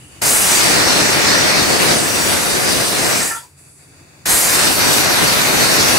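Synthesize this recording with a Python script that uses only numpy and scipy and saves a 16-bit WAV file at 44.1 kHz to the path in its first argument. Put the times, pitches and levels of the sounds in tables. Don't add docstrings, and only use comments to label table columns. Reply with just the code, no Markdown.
import sys
import numpy as np
from scipy import signal
from scipy.fft import rfft, irfft
from scipy.io import wavfile
from scipy.ndimage import uniform_filter1d, map_coordinates

SR = 44100
rng = np.random.default_rng(int(sys.argv[2]) if len(sys.argv) > 2 else 0)


def waveform_to_disk(signal):
    frames = np.transpose(np.atleast_2d(signal))
    scaled = np.clip(frames, -1, 1) * 32767
    samples = np.round(scaled).astype(np.int16)
    wavfile.write(sys.argv[1], SR, samples)


N = 263718
T = np.arange(N) / SR
FREQS = np.maximum(np.fft.rfftfreq(N, 1 / SR), 1)

# lift and drop in seconds, eddy offset in dB, vent ring in dB, hiss and spray
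# pitch ratio, spray in dB, its change at full height in dB, bite in dB.
BLASTS = [(0.213, 3.279, 0.7, -22, 1.0, -24, -11.5, -35), (4.2526, 7, 0, -24.5, 1.015, -22, -3.5, -29.5)]
FIRST_LIFT_S = BLASTS[0][0]


def steam():
    # time in seconds, height from 0 (narrow gap) to 1 (wide open), jet drive in dB.
    rides = [
        [(.38, 0.051, 0), (.52, 0.28, 1.07), (.68, 0.58, 0), (1.15, 0.85, -1.5), (1.35, 0.85, -1),
         (1.55, 0.85, -1.4), (1.76, 0.55, -0.96), (1.91, 0.64, 0.13), (2.01, 0.42, -3.5), (2.22, 0.39, -1.94),
         (2.45, 0.45, -2.5), (2.95, 0.4, -3), (3.14, 0.39, -1.5), (3.25, 0.11, -4.5)],
        [(4.32, 0, .5), (4.47, 0.17, 0.5), (4.68, 0.57, 0.75), (4.76, 0.3, -2), (4.82, 0.93, -0.9),
         (4.94, 0.43, 0.74), (5.07, 0.86, -0.8), (5.48, 0.71, -0.76), (5.65, 0.68, 0.37)],
    ]
    # time in seconds, pitch in Hz, level in dB.
    notes = [
        [(.4, 4620, -45), (.52, 4610, -29), (1.1, 4477, -26), (1.9, 4540, -26), (2.1, 4500, -32),
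         (2.5, 4594, -37), (3.0, 4610, -32), (3.3, 4700, -33)],
        [(4.4, 4456, -32), (4.6, 4450, -29), (5.0, 4430, -28.5), (5.55, 4452, -27), (5.82, 4460, -27),
         (5.92, 4490, -24)],
    ]
    jets = sum(blast(ride, note, *row) for ride, note, row in zip(rides, notes, BLASTS))
    return churning(jets) * (T > FIRST_LIFT_S)


def blast(ride, note, lift_s, drop_s, eddy_db, vent_db, hiss_ratio, spray_db, spray_open_db, bite_db):
    # frequency in Hz, relative level in dB.
    roar_spectrum = [(200, -37), (550, -7), (850, 0), (1120, -0.5), (1700, 0.5), (2500, -1.5), (2900, -4.5),
                     (3200, -8.5), (3700, -6), (4200, -8), (4700, -13), (6000, -20), (12000, -47)]
    eddy_spectrum = [(20, -26), (40, -13), (70, -6), (120, 0), (300, 1.5), (480, 1), (750, -1.5),
                     (1100, -25), (2500, -44)]
    vent_spectrum = [(3100, -13), (3600, -7.5), (4150, -5), (4560, 0.5), (4900, -2.5), (5400, -1.7),
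                     (5900, 0.5), (6400, -5.5), (6750, -5.5), (9000, -20)]
    hiss_spectrum = [(1000, -4.5), (3200, -14), (5000, -11), (6800, -0.5), (7200, -1), (7800, 4),
                     (8400, 2.5), (9000, -0.5), (9600, 0.5), (10300, 0), (11400, -10), (13000, -12.5)]
    spray_spectrum = [(9000, -9), (10800, 4), (11700, 5.5), (12500, -1), (14000, -3.5), (16000, -5)]
    bite_spectrum = [(1900, -19), (2550, -9), (2900, 1), (3250, -9), (3650, 1), (4000, 2), (4500, -14),
                     (5500, -28)]
    # peak time in seconds, half length in seconds, swell in dB.
    surges = [(1.77, 0.024, -0.5), (1.843, .025, 1), (2.31, 0.059, 1.5), (2.67, 0.05, 2),
              (2.9, 0.053, -1.1), (3.13, 0.038, 1.6), (4.42, .06, -1.6), (4.77, 0.026, -0.5)]
    vent_swells = [(.72, .15, 1), (2.25, 0.12, -0.5), (2.82, 0.13, 3.5), (4.58, 0.09, 0),
                   (5.85, 0.15, -0.2)]
    # time after the lift in seconds, gain.
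    opening = [(0, 0), (.003, .15), (.0055, .7), (.03, 0.79), (.05, 1)]
    overshoot, settle_s, full_plume_height = 0.3, 0.031, 0.58
    eddy_octaves_per_db, eddy_lead_s = 0.0252, 0.035

    height, drive_db = curves(ride)
    height = height + overshoot * np.exp(-np.maximum(T - lift_s, 0) / settle_s)
    plume = np.minimum(height / full_plume_height, 1)
    billow_db, ring_db = 1.05 * walk(24), .45 * walk(18)
    fizz_db, flutter_db = .9 * walk(16), .42 * walk(70)
    surge_db = swells(surges)

    roar = rush(roar_spectrum) * undb(-20.5 + 6.5 * height + surge_db)
    eddies = slide(rush(eddy_spectrum), 2 ** (eddy_octaves_per_db * drive_db), wander=0)
    eddies *= undb(-27.5 + eddy_db + 8 * plume + surge_db + billow_db)
    vent = slide(rush(vent_spectrum), 0.99, wander=.02)
    vent *= undb(vent_db + 6.5 * height + swells(vent_swells) + ring_db)
    hiss = slide(rush(hiss_spectrum), hiss_ratio, wander=.012)
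    hiss *= undb(-14 - 7 * height - 3 * plume)
    spray = slide(rush(spray_spectrum), hiss_ratio, wander=.014)
    spray *= undb(spray_db + spray_open_db * height + fizz_db)
    bite = slide(rush(bite_spectrum), 1, wander=.04) * plume * undb(bite_db)

    treble = tube_echo((hiss + spray) * undb(drive_db) + vent * undb(1.85 * drive_db))
    jet = ((roar + bite) * undb(drive_db) + treble + whistle(note)) * undb(choke_db(drop_s))
    jet += eddies * undb(0.43 * drive_db + choke_db(drop_s - eddy_lead_s))
    correlation = np.interp(plume, [.3, .9], [.83, .4])
    jet = beam(jet * undb(flutter_db), correlation)
    return widen(jet, plume) * np.interp(T - lift_s, *np.transpose(opening))


def tube_echo(x, delay_ms=.885, gain=.25, wander=.025):
    return x - gain * delayed(x, delay_ms * (1 + wander * walk(6)))


def choke_db(drop_s, db_per_s=160, ease_s=0.019):
    return -db_per_s * ease_s * np.logaddexp(0, (T - drop_s) / ease_s)


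def beam(x, correlation, edge_hz=4400):
    treble = irfft(rfft(x) * (FREQS > edge_hz), N)
    return x - treble + gather(treble, correlation)


def widen(x, plume):
    # frequency in Hz, side-signal gain in dB.
    width = [(2000, 0), (2600, 1.5), (3300, .3), (4100, 1.5), (4650, -2), (5500, 2), (6900, -0.5),
             (8000, -1), (9000, 0.5), (10700, 1), (11900, -2), (12500, 1.7), (13300, -1), (15400, 2.5)]
    side = (x[0] - x[1]) / 2
    spread = irfft(rfft(side) * (undb(across(width)) - 1), N)
    return x + np.array([[1], [-1]]) * plume * spread


def churning(x, depth_db=1.5, rate_hz=18):
    centres_hz = np.geomspace(1500, 15000, 13)
    spectrum, out = rfft(x), x.copy()
    for share in np.eye(len(centres_hz))[1:]:
        band = irfft(spectrum * np.interp(FREQS, centres_hz, share), N)
        out += band * (undb(depth_db * walk(rate_hz)) - 1)
    return out


def whistle(points, width_hz=360, flutter_db=1.3):
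    hz, db = curves(points)
    narrow = signal.butter(2, width_hz / 2, fs=SR, output="sos")
    breath = signal.sosfilt(narrow, rng.standard_normal((2, N)) + 1j * rng.standard_normal((2, N)))
    note = (breath * np.exp(1j * phase(hz * (1 + .008 * walk(9))))).imag
    return note / np.std(note) * undb(db + flutter_db * walk(20))


def hoots(attack_s=.014, decay_s=.018):
    # start in seconds, time until decay in seconds, pitch in Hz, level in dB, rasp from 0 to 1.
    tones = [(3.135, .016, 1350, -29, .75), (3.197, .02, 1790, -23.5, .75), (3.203, .02, 1350, -29, .78),
             (3.245, .04, 1810, -32, .95), (3.243, .014, 2220, -31, .65), (3.3, .02, 1785, -23, .65),
             (3.335, .045, 1780, -39.5, .97), (3.39, .025, 1760, -47, .97), (3.303, .07, 1362, -28.3, .62),
             (3.345, .05, 3400, -44, .9), (3.298, .022, 922, -33, .8), (3.35, .032, 925, -36.5, .75),
             (3.415, .04, 975, -46, .66)]
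    out, drift = np.zeros((2, N)), .007 * walk(260)
    for start_s, hold_s, hz, db, rasp in tones:
        swell = envelope(start_s, attack_s, hold_s, decay_s)
        churn = np.array([walk(hz / 4) + 1j * walk(hz / 4) for _ in range(2)]) / np.sqrt(2)
        tone = (np.sqrt(1 - rasp ** 2) + rasp * churn) * np.exp(1j * phase(hz * (1 + drift)))
        out += undb(db) * np.sqrt(2) * swell * tone.imag
    return out


def spit(start_s=3.3, level_db=-42, attack_s=.008, decay_s=.04):
    # frequency in Hz, relative level in dB.
    spectrum = [(2000, -18), (6000, -12), (8000, 2), (11000, 3), (13000, -3), (16000, -4)]
    age_s = np.maximum(T - start_s, 0)
    return rush(spectrum) * undb(level_db) * np.minimum(age_s / attack_s, 1) * np.exp(-age_s / decay_s)


def seat_whistle():
    # time in seconds, pitch in Hz, level in dB.
    note = [(0, 2900, -50.5), (.2, 2930, -52), (.26, 2975, -100)]
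    return whistle(note)


def seat_leak(attack_s=0.023, fade_s=0.22, trickle_db=-60, sputter_db=0.7):
    # frequency in Hz, relative level in dB.
    spectrum = [(3000, -18), (5500, -5), (6800, -1), (7700, 7), (8600, 6), (10200, 7.5), (11300, -1),
                (12400, -12), (14200, -11), (15500, -24)]
    # start in seconds, time until fade in seconds, level in dB.
    leaks = [(-.2, 0.35, -49), (3.558, 0.23, -48.5)]
    spurts = sum(undb(db) * envelope(start_s, attack_s, hold_s, fade_s) for start_s, hold_s, db in leaks)
    flow = np.maximum(spurts, undb(trickle_db))
    return gather(rush(spectrum), 0.28) * flow * undb(sputter_db * walk(70))


def simmer(level_db=-49, spent_db=-2, dip_db=6, bubbling_db=1.5):
    # frequency in Hz, relative level in dB.
    spectrum = [(200, -10), (600, 5), (1050, 2.5), (1500, 2.5), (2200, 2.5), (2600, 5), (3100, -14),
                (3600, -1), (4200, -7), (4600, 4), (5200, -8), (7000, -0.5), (12000, -15)]
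    db = level_db + spent_db * (T > FIRST_LIFT_S) - dip_db * hush(recover_s=0.076)
    return rush(spectrum) * undb(db + bubbling_db * walk(22))


def burner(level_db=-46, dip_db=9.5, flicker_db=1.5, hum_waver=.03):
    # frequency in Hz, relative level in dB.
    spectrum = [(20, -17), (45, -8), (80, 2), (105, 2), (160, 2.5), (240, -8), (300, -0.5), (400, -8),
                (500, -13), (1000, -26), (3000, -44)]
    # pitch in Hz, level in dB.
    hum = [(86.5, -59), (130, -57), (148, -62), (262, -70), (392, -69.5), (468, -69)]
    flame = gather(rush(spectrum), 0.83)
    flame *= undb(level_db - dip_db * hush(recover_s=0.61) + flicker_db * walk(12))
    for hz, db in hum:
        tone = np.sqrt(2) * np.sin(phase(hz * (1 + hum_waver * walk(13))))
        flame += tone * undb(db + 3.8 * walk(16))
    return flame


def hush(recover_s, blast_gone_s=3.56):
    return (T > FIRST_LIFT_S) * np.exp(-np.maximum(T - blast_gone_s, 0) / recover_s)


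def kitchen(x, sway_ms=0.092, mirror_hz=3500):
    # delay in ms, gain.
    echoes = [(1.7, .12), (2.3, .19), (3.1, .17), (3.9, .21), (4.6, .14), (5.9, .19), (7.9, .16),
              (11.2, .17), (14.3, .13), (18.7, .1)]
    treble = signal.sosfilt(signal.butter(2, mirror_hz, "high", fs=SR, output="sos"), x)
    return x + sum(gain * delayed(treble, ms + sway_ms * walk(1.5)) for ms, gain in echoes)


def rush(spectrum):
    # frequency in Hz, left minus right in dB.
    tilt = [(30, -1), (70, 3.5), (1300, 2), (2400, 1), (3100, -0.5), (3700, -3.5), (4550, 2), (5600, -1),
            (7000, 0.5), (12000, -1), (15000, 2)]
    bins = rng.standard_normal((2, len(FREQS))) + 1j * rng.standard_normal((2, len(FREQS)))
    x = irfft(bins * undb(across(spectrum) + np.array([[1], [-1]]) * across(tilt) / 2), N)
    return x / np.std(x)


def walk(rate_hz):
    step = max(int(SR / rate_hz), 1)
    held = np.repeat(rng.standard_normal(N // step + 2), step)[rng.integers(step):][:N]
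    smooth = uniform_filter1d(uniform_filter1d(held, step), step)
    return smooth / np.std(smooth)


def slide(x, ratio, wander):
    place = np.cumsum(ratio * (1 + wander * walk(5)))
    return np.array([map_coordinates(channel, [place], order=3, mode="grid-wrap") for channel in x])


def gather(x, correlation):
    mid = (x[0] + x[1]) / 2 * np.sqrt(1 + correlation)
    side = (x[0] - x[1]) / 2 * np.sqrt(1 - correlation)
    return np.array([mid + side, mid - side])


def delayed(x, ms):
    now = np.arange(N)
    return np.array([np.interp(now - ms * SR / 1000, now, channel, left=0) for channel in x])


def envelope(start_s, attack_s, hold_s, decay_s):
    age_s = T - start_s
    return np.clip(age_s / attack_s, 0, 1) * np.exp(-np.maximum(age_s - hold_s, 0) / decay_s)


def swells(rows):
    return sum(db * np.exp(-((T - peak_s) / half_s) ** 2) for peak_s, half_s, db in rows)


def curves(points):
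    times_s, *columns = np.transpose(points)
    return [np.interp(T, times_s, column) for column in columns]


def across(points):
    hz, value = np.transpose(points)
    return np.interp(np.log(FREQS), np.log(hz), value)


def phase(hz):
    return 2 * np.pi * np.cumsum(hz) / SR


def undb(db):
    return 10 ** (np.asarray(db) / 20)


def scene():
    return kitchen(steam() + hoots() + spit() + seat_whistle() + seat_leak() + simmer() + burner())


def record(dry, ceiling=.88, top_hz=15700):
    rounded = dry / (1 + (dry / ceiling) ** 8) ** (1 / 8)
    return signal.sosfilt(signal.ellip(12, .1, 80, top_hz, fs=SR, output="sos"), rounded)


dry = scene()
out = record(dry)
waveform_to_disk(out)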